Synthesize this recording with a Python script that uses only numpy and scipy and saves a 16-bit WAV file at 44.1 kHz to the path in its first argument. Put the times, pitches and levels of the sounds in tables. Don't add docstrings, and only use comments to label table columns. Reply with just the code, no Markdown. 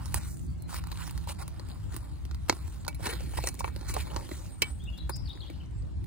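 import sys
import numpy as np
from scipy import signal
from scipy.fft import rfft, irfft, next_fast_len
from scipy.io import wavfile
from scipy.ndimage import uniform_filter1d

SR = 44100
rng = np.random.default_rng(int(sys.argv[2]) if len(sys.argv) > 2 else 0)


def field_ratio(decibels):
    return 10 ** (np.asarray(decibels, dtype=float) / 20)


def int16_out(signal):
    q = np.round(np.clip(np.atleast_2d(signal).T, -1, 1) * 32767)
    wavfile.write(sys.argv[1], SR, q.astype(np.int16))


N = 267246


def evened(x):
    return x / np.sqrt(np.mean(x ** 2) + 1e-20)


def read(points, hz):
    f, value = np.transpose(points)
    return np.interp(np.log(hz + 1), np.log(f + 1), value)


def add(mix, s, sound):
    part = mix[:, round(s * SR):][:, :sound.shape[1]]
    part += sound[:, :part.shape[1]]


def band(x, lo_hz, hi_hz):
    sos = signal.butter(N=2, Wn=[lo_hz, hi_hz], btype="band", fs=SR, output="sos")
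    return signal.sosfilt(sos, x)


def coloured(x, points):
    gain_db = read(points, abs(np.fft.fftfreq(4096, 1 / SR)))
    log_gain = np.log(field_ratio(np.maximum(gain_db, -90)))
    taps = np.fft.ifft(np.exp(np.conj(signal.hilbert(log_gain)))).real[:2048]
    return signal.oaconvolve(x, taps)[:len(x)]


def panned(x, db):
    return x * field_ratio(np.array([[.5], [-.5]]) * db)


def smoothed_noise(n, size):
    return evened(uniform_filter1d(uniform_filter1d(rng.standard_normal(n), size=size), size=size))


def tail(t60_s, length_s, start_s):
    t = np.arange(round(length_s * SR)) / SR
    signs = rng.choice([-1., 1.], (2, len(t)))
    present = (rng.random((2, len(t))) < .06) * (t > start_s)
    taps = signs * present * field_ratio(-60 * t / t60_s)
    return taps / np.linalg.norm(taps, axis=1, keepdims=True)


# t/s, level/dB, left-right/dB
RUMBLE = [(0.0, -34, -0.5), (0.9, -37, 0), (1.2, -38, -2.5), (1.75, -38.5, 1.5), (2.3, -37.5, -0.5),
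          (3.07, -37.5, 0), (3.62, -34, -1.5), (4.15, -38, -2.5), (4.75, -38.5, 0), (5.2, -38, -0.5),
          (5.62, -38, 0), (6.06, -35.5, 0)]
# f/Hz, density/dB per Hz
AIR = [(40, -16.5), (54, -1.5), (60, 6), (67, -1.5), (90, -6), (140, -10.5), (170, -12.5), (215, -22.5),
       (310, -21.5), (420, -36), (700, -36.5), (1100, -42.5), (2000, -49), (6500, -59), (8000, -56.5),
       (15000, -81)]
# f/Hz, likeness/1
AIR_SAME = [(40, .52), (90, 0.55), (160, 0.5), (400, 0.3), (2000, 0.1), (10000, 0.4)]
# f/Hz, phase/rad
AIR_LEAD = [(40, 0.5), (90, 0.5), (160, 2.2), (700, 2.96), (2000, 0.87)]


def air():
    hop = 512
    frames, hz = N // hop + 5, np.fft.rfftfreq(2048, 1 / SR)
    a, b, c, d, patches = rng.standard_normal((frames, 1025, 5)).T
    patches = evened(uniform_filter1d(uniform_filter1d(patches, size=10, axis=0), size=6, axis=1))

    same = read(AIR_SAME, hz)[:, None]
    lag = np.exp(-1j * read(AIR_LEAD, hz)[:, None])
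    left = a + 1j * b
    right = same * left * lag + np.sqrt(1 - same ** 2) * (c + 1j * d)

    s, db, place_db = np.transpose(RUMBLE)
    swell_db = np.interp(np.arange(frames) * hop / SR, s, db - db.mean())
    bass_swell_db = swell_db / (1 + (hz[:, None] / 250) ** 4)
    z = np.array([left, right]) * field_ratio(read(AIR, hz)[:, None] + 2.43 * patches + bass_swell_db)
    out = signal.istft(z, nperseg=2048, noverlap=2048 - hop)[1][:, :N]
    return panned(field_ratio(db.mean() + 2.0) * evened(out), np.interp(np.arange(N) / SR, s, place_db))


# t/s, length/s, f/Hz, level/dB
WHISTLES = [
    (0.458, 0.089, 4600, -77),
    (0.578, 0.11, 4090, -76.5),
    (4.488, 0.086, 8700, -64.5),
    (4.555, 0.066, 8680, -73),
    (4.633, 0.044, 8280, -63),
    (4.667, 0.04, 8060, -62),
    (4.688, 0.045, 8760, -63.5),
    (5.73, 0.069, 7480, -80),
    (5.762, .06, 8140, -78),
]
# t/s, length/s, start f/Hz, end f/Hz, level/dB
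SLURS = [(4.794, 0.044, 3170, 3660, -65), (4.847, 0.026, 3940, 3230, -63.5),
         (4.863, 0.015, 2400, 2760, -72), (4.87, 0.039, 2765, 2815, -56.5), (4.921, 0.048, 3400, 3340, -62),
         (4.962, 0.024, 3400, 3760, -65), (4.979, 0.013, 3730, 4320, -55),
         (4.985, 0.0365, 3900, 4045, -59.5), (4.976, .035, 3350, 3350, -68), (5.021, 0.06, 3395, 3380, -73),
         (5.101, 0.018, 3380, 5050, -64), (5.113, 0.022, 5300, 4760, -52.5),
         (5.13, 0.022, 4790, 5260, -49.5), (5.147, 0.02, 5330, 5480, -59), (5.192, 0.046, 5100, 4820, -78),
         (5.253, 0.013, 4630, 4430, -58), (5.26, 0.0094, 4480, 5510, -63), (5.271, 0.018, 4940, 3120, -55),
         (5.307, 0.015, 3820, 3270, -61), (5.326, 0.013, 3150, 5320, -59),
         (5.402, 0.011, 3500, 4750, -56.5), (5.411, 0.0089, 4450, 3100, -56),
         (5.418, 0.015, 3100, 3690, -57), (5.431, 0.014, 3540, 3000, -56), (5.444, 0.02, 3050, 2820, -66),
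         (5.469, 0.013, 3080, 4740, -59), (5.482, .006, 4430, 3200, -64), (5.536, 0.012, 2630, 3800, -63)]
# t/s, length/s, top f/Hz, level/dB
FLICKS = [
    (5.291, 0.022, 3800, -52.5),
    (5.597, 0.022, 3040, -66),
]


def song():
    sag = 0.026
    notes = [(s, n, hz * (1 + sag / 2), hz, hz * (1 - sag / 2), db) for s, n, hz, db in WHISTLES]
    notes += [(s, n, a, (a + b) / 2, b, db) for s, n, a, b, db in SLURS]
    for s, n, top_hz, db in FLICKS:
        foot_hz = 600 + 0.56 * top_hz
        notes.append((s, n, foot_hz, top_hz, foot_hz, db))
    return notes


def bird():
    out = np.zeros((2, N))
    for s, length, *hz, db in song():
        u = np.linspace(0, 2, round(length * SR))
        warble = smoothed_noise(len(u), 160)
        glide_hz = np.polyval(np.polyfit([0, 1, 2], hz, deg=2), u)
        phase = 2 * np.pi * np.cumsum(glide_hz * (1 + .017 * warble)) / SR
        swell = np.sin(np.pi * u / 2) * field_ratio(3.5 * warble[::-1])
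        add(out, s, panned(field_ratio(db + 11.5) * swell * np.sin(phase), 5.1))
    trees = signal.oaconvolve(out, tail(.45, .5, .003), axes=1)[:, :N]
    return out + field_ratio(-3.5) * trees


# t/s, wingbeat f/Hz, level/dB
BEE = [
    (0, 168.5, -48),
    (.55, 166.8, -43),
    (1.25, 166.3, -42),
    (1.45, 170.5, -50),
    (1.7, 172, -51),
    (1.98, 168, -49),
    (2.1, 158, -70),
]
# level/dB, left-right/dB, left lead/rad
BEE_TONES = [(0, -4, -2.8), (-17, 3, 1.9), (-30, 4, -2.6)]


def bee():
    s, hz, db = np.transpose(BEE)
    t = np.arange(N) / SR
    waver = smoothed_noise(N, 1500)
    turn = 2 * np.pi * np.cumsum(np.interp(t, s, hz) * (1 + .004 * waver)) / SR
    tones = np.zeros((2, N))
    for multiple, (level_db, place_db, lead) in enumerate(BEE_TONES, 1):
        wave = np.sin(multiple * turn - np.array([[0], [lead]]))
        tones += panned(field_ratio(level_db) * wave, place_db)
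    return np.sqrt(2) * field_ratio(np.interp(t, s, db, right=-120) + 1.5 * waver[::-1]) * tones


def drops(rows, cycles):
    out, t = np.zeros((2, N)), np.arange(4000) / SR
    for s, db, hz in rows:
        spread, place = rng.standard_normal(2)
        fade = np.exp(-t * hz * np.log(10) / cycles)
        overtone = 0.17 * np.sin(2 * np.pi * hz * (1.9 + 0.22 * spread) * t) * fade
        ring = (np.sin(2 * np.pi * hz * t) + overtone) * fade
        tick = band(rng.standard_normal(4000) * np.exp(-t / .0006), 1500, 10000)
        add(out, s, panned(field_ratio(db + 3.0) * (ring + 0.34 * tick / abs(tick).max()), 2.5 * place))
    return out


# t/s, peak/dB, f/Hz
CRUMBS = [(.05, -42, 1330), (.174, -40, 2500), (0.71, -38, 1170), (0.744, -31, 1000), (.761, -33.5, 2230),
          (0.793, -39, 2400), (.926, -46, 2000), (0.957, -39, 2600), (.974, -31, 3800),
          (1.022, -33.5, 2600), (1.096, -35, 2850), (1.244, -60, 1050), (1.358, -49, 850),
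          (1.415, -43, 1200), (2.514, -38, 950), (2.516, -45, 2100), (2.526, -24, 980), (2.529, -33, 2100),
          (2.929, -42, 2900), (3.006, -35.5, 680), (3.049, -35, 2100), (3.069, -25.5, 1380),
          (3.091, -31, 2000), (3.101, -28, 2040), (3.116, -39, 2100), (3.136, -33, 2010),
          (3.137, -30.5, 4200), (3.169, -42, 2000), (3.263, -56, 900), (3.338, -31.5, 814),
          (3.488, -18.5, 5800), (3.552, -33, 6200), (3.593, -37, 2170), (3.612, -35, 800),
          (3.616, -36, 1400), (3.639, -40, 900), (3.652, -36, 950), (3.687, -39, 1700), (3.692, -43, 800),
          (3.70, -44, 1200), (3.83, -39, 900), (3.871, -42, 1190), (3.994, -31, 2370), (4.071, -34.5, 920),
          (4.199, -44, 1090), (4.211, -39, 2190), (4.247, -53, 900), (4.457, -44, 1320), (4.627, -34, 2360),
          (4.644, -30, 4100), (5.291, -50, 6500), (5.375, -42.5, 1950), (2.4968, -8, 944),
          (3.4395, -24, 720), (3.966, -21.5, 950), (5.5, -41, 600)]
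# t/s, peak/dB, f/Hz
PEBBLES = [(1.479, -44.5, 1170), (1.597, -51, 1000), (1.70, -43, 4300), (1.716, -42.5, 4070),
           (2.4975, -19, 2180), (3.376, -34, 1910), (3.44, -33, 2640), (3.44, -37, 6000),
           (3.465, -32, 8600), (3.473, -19, 6040), (3.473, -22.5, 8700), (3.474, -31, 1960),
           (3.487, -36, 8700), (4.002, -35.5, 2420), (4.018, -43, 2450), (4.103, -43, 2950),
           (4.112, -43, 3080), (4.316, -36, 2040), (4.345, -47, 2000), (2.881, -30.5, 1447),
           (4.6225, -16.5, 4260), (4.628, -22, 5100), (5.66, -53, 6000), (5.71, -57, 8500),
           (5.735, -68, 4300), (5.823, -53, 4800), (5.853, -58, 3820)]
# t/s, peak/dB, f/Hz
LUMPS = [(.327, -49, 7800), (.371, -39, 8700), (.394, -41, 8580), (.4655, -47, 8900), (.58, -55, 7700),
         (2.997, -42, 564), (3.058, -40, 415), (3.068, -32.5, 860), (3.072, -41, 400), (3.092, -37, 467),
         (3.097, -43, 1110), (3.131, -42, 490), (3.476, -38, 580), (3.478, -39, 1440), (3.895, -38, 2080),
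         (3.947, -41, 516), (3.967, -35.5, 424), (4.313, -36.5, 600), (4.6203, -19, 3050),
         (4.626, -21, 2240)]


def falling_bits():
    return drops(CRUMBS, 3.24) + drops(PEBBLES, 15) + drops(LUMPS, 12.3)


# f/Hz, level/dB, t60/s
BLADE = [(455, -1, .05), (620, -7, .025), (1860, -13, .11), (2288, -4, .025), (2285, -2, .11),
         (2605, -2, .045), (3065, 1, .035), (3058, -11, .14), (4125, -4, .035), (4220, -8, .025),
         (5000, -6, .028), (6110, -10, .025), (6460, -12, .025), (7100, -12, .02), (7650, -14, .025),
         (8450, -11, .02), (9450, -12, .02), (10350, -11, .08)]


def rung(x, tilt_db, edge_db):
    t = np.arange(7000) / SR
    ring = np.zeros(len(t))
    for hz, db, t60_s in BLADE:
        level_db = db + tilt_db * np.log2(max(hz, 1800) / 2300) + edge_db * (3000 < hz < 3100)
        ring += field_ratio(level_db - 60 * t / t60_s) * np.sin(2 * np.pi * hz * t)
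    return signal.oaconvolve(x, ring)[:len(x)]


# t/s, peak/dB, tilt/dB per octave, edge modes/dB
KNOCKS = [(2.8843, -23.5, 0, -21), (2.9468, -33.5, 7, -14), (3.055, -34, -10, -8), (3.096, -29, -10, 6),
          (3.472, -37, 10, 0), (3.592, -31, -4, -14), (3.6436, -25.5, -20, -17), (3.678, -36, -59, -14),
          (3.9407, -21.5, 10.5, -14), (4.6207, -7.5, -2.5, 1), (5.0962, -30, 41, -6), (5.499, -42, -38, -7)]


def knocks():
    out, t = np.zeros((2, N)), np.arange(8000) / SR
    for s, db, tilt_db, edge_db in KNOCKS:
        rub = .45 * np.exp(-t / .0008) + .1 * np.exp(-(t / .009) ** 3)
        scrape = 9 * (t == 0) + rng.standard_normal(8000) * rub
        top_hz = np.clip(10000 * 2 ** (tilt_db / 8), 2600, 16000)
        ring = evened(rung(scrape, tilt_db, edge_db)) + 0.43 * evened(band(scrape, 2050, top_hz))
        add(out, s, panned(field_ratio(db + 5.5) * ring / abs(ring).max(), -1.0))
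    return out


# t/s, peak/dB, thud re peak/dB, grit re peak/dB
ROOTS = [(0.058, -34.5, -40, -21), (0.143, -13, -33.5, -5), (0.622, -53.5, -22, 11), (0.839, -29, -46, -17),
         (0.871, -31.5, -33.5, -10), (0.916, -29.5, -37, -12), (1.077, -26.5, -43, -11.5),
         (1.109, -32, -37, -6.5), (1.177, -28, -31, -7.5), (1.479, -27, -32, -8.5),
         (1.687, -37.5, -14, -5.5), (1.943, -29, -18.5, -7), (1.964, -25, -25, -5.5),
         (2.252, -33.5, -19.5, -13.5), (2.312, -28.5, -26, -21), (2.346, -31.5, -27, -14),
         (2.525, -28.5, -13, -16), (2.568, -35.5, -17, -14), (2.679, -37, -20, -10), (2.849, -31, -38, -15),
         (3.068, -16.5, -25.5, -19), (3.097, -31, -39, -14), (3.542, -34, -16.5, -2),
         (3.811, -32.5, -15.5, -20), (3.896, -25.5, -21, -14), (4.291, -32.5, -15, -14),
         (4.315, -31, -7.5, -30), (5.353, -41, -12, -26), (5.501, -38.5, -8.5, -6),
         (6.042, -38.5, -27.5, -10)]
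# t/s, peak/dB, thud re peak/dB, grit re peak/dB, thud f/Hz
CLODS = [(0.729, -31, -10, -17, 1000), (1.273, -31.5, -4.5, -11, 760), (1.296, -22.5, -23, -28, 473),
         (1.596, -29, -17.5, -14, 500), (2.4965, -4.5, -40, -34, 700), (2.498, -30, 3, -25, 404),
         (2.866, -35, -9, -27, 1110), (2.88, -14, -15.5, -12.5, 830), (3.057, -20, -25, -9.5, 372),
         (3.206, -28.5, -14.5, -26, 477), (3.373, -28, -9, -31, 820), (3.387, -28.5, 1, -25, 815),
         (3.439, -24, -10, -13, 690), (3.472, -20.5, -22, -28, 565), (3.606, -22, -8, -27, 900),
         (3.644, -26.5, 0, -16, 910), (3.678, -39.5, 1.5, -20, 1240), (3.762, -25.5, -16, -14.5, 510),
         (3.938, -29, -21, -9, 456), (3.965, -24, -3.5, -23, 820), (5.095, -41.5, 3, -30, 394),
         (4.1625, -18.5, -18.5, -37, 350), (4.983, -49, -8, -21, 534), (5.094, -32, -4, -3, 1350)]


def snaps():
    out, t = np.zeros((2, N)), np.arange(2048) / SR
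    root_thud_hz = 312
    when, *_, place_db = np.transpose(DIG)
    for s, db, thud_db, grit_db, body_hz in [*CLODS, *[(*row, root_thud_hz) for row in ROOTS]]:
        fade = field_ratio(-60 * t / 0.0093) + 0.067 * field_ratio(-60 * t / 0.12)
        burst = coloured(rng.standard_normal(2048) * fade, SOIL)
        thud = band(burst, 0.67 * body_hz, 1.27 * body_hz)
        tear = band(burst, 850, 6140)
        edge = band(burst, 9540, 20000)
        snap = sum(field_ratio(level_db) * part / abs(part).max() for level_db, part in
                   ((thud_db + 9.5, thud), (-2.5, tear), (grit_db + 6.0, edge)))
        add(out, s, panned(field_ratio(db) * snap, np.interp(s, when, place_db)))
    return out


def layers(effort_db, fine_db):
    thud_db = effort_db - 2 - 0.42 * fine_db
    crumble_db = effort_db - 1.86
    grit_db = effort_db - 2.2 + 0.92 * fine_db
    return field_ratio(np.array([thud_db, crumble_db, grit_db]))


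def grit(per_s, spread_db, clump_db):
    clumps = evened(uniform_filter1d(rng.standard_normal(N), size=500))
    size = field_ratio(spread_db * np.minimum(rng.exponential(1, N), 3.5)) * (rng.random(N) < per_s / SR)
    clicks = evened(size * rng.standard_normal(N))
    return field_ratio(clump_db * clumps) * (clicks + 0.68 * rng.standard_normal(N))


# t/s, effort/dB, fineness/dB, left-right/dB
DIG = [(0.0, -51.5, -4.5, -15), (0.27, -52, 4, -1.5), (0.48, -88.5, 27, 12), (0.66, -77.5, 4, -10),
       (0.8, -55.5, -7, -4.5), (1.04, -53.5, -0.5, -6.5), (1.4, -58.5, -6, 2.5), (2.04, -59.5, -0.5, -3.5),
       (2.3, -64.5, -4.5, -0.5), (2.7, -55, 0, -10), (2.92, -65.5, -4, -1.5), (3.08, -49.5, -2.5, -3),
       (3.5, -54.5, 1.5, -2), (3.68, -63, -1.5, 2.5), (3.91, -49.5, -2.5, -4.5), (4.42, -53.5, 1, -4),
       (4.58, -63, 0, 6.5), (6.06, -70.5, -4, -1.5)]
# f/Hz, density/dB per Hz
SOIL = [(150, -14), (300, -2.5), (500, -2), (900, 1), (1600, -7), (2400, -11), (3500, -11), (4100, -4),
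        (6000, -7.5), (8500, -12), (10500, -10.5), (14500, -25.5)]
# t/s, length/s, effort/dB, fineness/dB
HEAVES = [
    (2.97, 0.21, -48, -2),
    (3.3, 0.23, -50, 0),
    (4.03, 0.25, -59.5, -28),
    (5.09, 0.62, -64.5, -15),
    (1.61, 0.23, -68, -9),
]
# t/s, length/s, effort/dB, fineness/dB
SLIDES = [(0.054, 0.015, -54.5, 4), (0.136, 0.056, -41.5, 2.5), (0.67, 0.14, -45, 0), (.91, 0.022, -48, -7),
          (0.935, 0.18, -52, -3), (1.27, 0.065, -41, -2), (1.382, 0.061, -47, -1.5),
          (1.904, 0.094, -54.5, 0.5), (2.482, 0.015, -40.5, -2.5), (2.506, 0.086, -58, -1),
          (3.043, 0.043, -41.5, -5), (3.082, 0.037, -53, 6), (3.117, 0.024, -49.5, -8),
          (3.367, 0.022, -38.5, -3.5), (3.458, 0.04, -41.5, 5), (3.59, 0.017, -50, 13),
          (3.639, 0.063, -55.5, 1.5), (3.87, 0.065, -51, 8), (3.931, 0.045, -50.5, -13),
          (3.962, 0.079, -46.5, -1), (4.158, 0.018, -40.5, -9.5), (4.298, 0.064, -58, -2),
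          (4.619, 0.021, -37, -4), (4.634, 0.092, -53, -7), (4.835, 0.012, -61, 8),
          (4.972, 0.017, -53.5, -2), (5.093, 0.02, -46.5, -19), (5.156, 0.017, -51.5, 8.5),
          (5.289, 0.0069, -52.5, -4)]


def digging():
    blade_in_s, blade_out_s = 2.86, 4.12
    drag_db, drag_tilt_db, drag_edge_db = -10, 3., -25.0
    s, effort_db, fine_db, _ = np.transpose(DIG)
    t = np.arange(N) / SR
    gains = layers(np.interp(t, s, effort_db), np.interp(t, s, fine_db))
    for moves, edge_share in (HEAVES, 0.85), (SLIDES, 0.65):
        for s, length, *db in moves:
            swell = signal.windows.tukey(round(length * SR), edge_share)
            add(gains, s, layers(*db)[:, None] * swell)

    slips = grit(per_s=3500, spread_db=2.9, clump_db=1.1)
    earth = coloured(slips, SOIL)
    hand_thud = 0.56 * evened(band(earth, 620, 1820))
    blade_thud = evened(band(earth, 200, 1566))
    thud = np.where(t < blade_in_s, hand_thud, blade_thud)
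    drag = (t > blade_in_s) * (t < blade_out_s) * evened(rung(slips, drag_tilt_db, drag_edge_db))
    crumble = evened(band(earth, 1127, 4430)) + field_ratio(drag_db) * drag
    hiss = evened(band(earth, 6720, 18200))
    return panned((gains * [thud, crumble, hiss]).sum(0), -0.52)


def shifting(x, patchy_db):
    z = signal.stft(x, nperseg=256, noverlap=192)[2]
    patches = uniform_filter1d(rng.standard_normal(z.shape), size=5, axis=1)
    patches = uniform_filter1d(patches, size=40, axis=2)
    gain = field_ratio(patchy_db * evened(patches + 0.041 * patches[::-1]))
    return signal.istft(z * gain, nperseg=256, noverlap=192)[1][:, :N]


def at_ports(x, ports):
    size = next_fast_len(N + 1024)
    f, lead = np.transpose(ports)
    turn = np.exp(-1j * np.interp(np.fft.rfftfreq(size, 1 / SR), f, lead))
    x = np.array([x[0], irfft(rfft(x[1], size) * turn, size)[:N]])
    return x + field_ratio(-9.) * signal.oaconvolve(x, tail(.03, .05, .0008), axes=1)[:, :N]


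# f/Hz, left lead/rad
HAND_PORTS = [(0, 6.28), (260, 5.9), (450, 5.5), (620, 3.9), (1890, 6.7), (2580, 6.1), (3500, 4.2),
              (4200, 4.6), (5200, 4.5), (5900, 4.1), (7670, 6.1), (9560, 6.5), (11300, 9.5), (16200, 11.3)]
# f/Hz, left lead/rad
BLADE_PORTS = [(0, 0), (340, -4.0), (1210, -1.2), (2410, -7.2), (2840, -2.5), (4390, 0.0), (4740, -2.8),
               (5860, -1.3), (6200, -3.5), (6980, 4.3), (7580, 5.7), (13400, 10.4), (14100, 12.4),
               (16200, 12.3)]


def scene():
    far = air() + bird()
    bits = at_ports(falling_bits(), HAND_PORTS)
    blade = at_ports(knocks(), BLADE_PORTS)
    hands = at_ports(shifting(digging(), 4.0) + snaps(), HAND_PORTS)
    return far + bee() + bits + blade + hands


# f/Hz, gain/dB
MIX_COLOUR = [(20, -50.5), (32, -34), (48, 6.5), (60, -1.5), (10800, -2), (11050, -6), (12000, -8), (12850, -10),
              (13150, 8), (15750, 8), (16100, -30), (16600, -34), (16750, -85)]


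def mix_coloured(dry):
    return np.array([coloured(x, MIX_COLOUR) for x in dry])


# f/Hz, gain/dB
SIDE_COLOUR = [(6500, 0), (7500, 1), (9600, -2), (10800, -0.5), (11100, 8), (12000, 9.5), (12850, 9),
               (13200, -2.5), (15000, -12)]


def gated(x, under_db):
    z = signal.stft(np.array([x[0] + x[1], x[0] - x[1]]) / 2, nperseg=2048, noverlap=1024, window="cosine")[2]
    z[1] *= field_ratio(read(SIDE_COLOUR, np.arange(1025) * SR / 2048))[:, None]
    db = 10 * np.log10((abs(z[:, :1024]) ** 2).reshape(2, 64, 16, -1).mean(2) + 1e-20)
    frames = db.shape[2]
    wobble_db = 1.8 * rng.standard_normal((2, 1, frames)) * (np.arange(64)[:, None] > 28)
    weak = db < uniform_filter1d(db, size=15, axis=1) - under_db - wobble_db
    weak[:, 38:] |= db[:, 38:] < np.percentile(db[:, 38:46], 14)
    for lo, hi in (22, 28), (41, 64):
        weak[1, lo:hi] |= db[1, lo:hi] < np.percentile(db[1, lo:min(hi, 46)], 88)
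    thrift = evened(uniform_filter1d(rng.standard_normal(frames), size=2))
    weak[0, 32:38] = thrift + np.hanning(8)[1:-1, None] > -.35
    weak[:, :8] = False
    treble_db = db[:, 8:32].mean((0, 1))
    weak[:, :, 1:] &= np.diff(treble_db) < 4.
    z[:, :1024] *= ~np.repeat(weak, 16, axis=1)
    mid, side = signal.istft(z, nperseg=2048, noverlap=1024, window="cosine")[1][:, :N]
    return np.array([mid + side, mid - side])


def top_cut(x):
    return signal.sosfilt(signal.butter(12, 16640, fs=SR, output="sos"), x)


def record(dry):
    heard = gated(mix_coloured(dry), under_db=5.3)
    return top_cut(heard)


dry = scene()
out = record(dry)
int16_out(out)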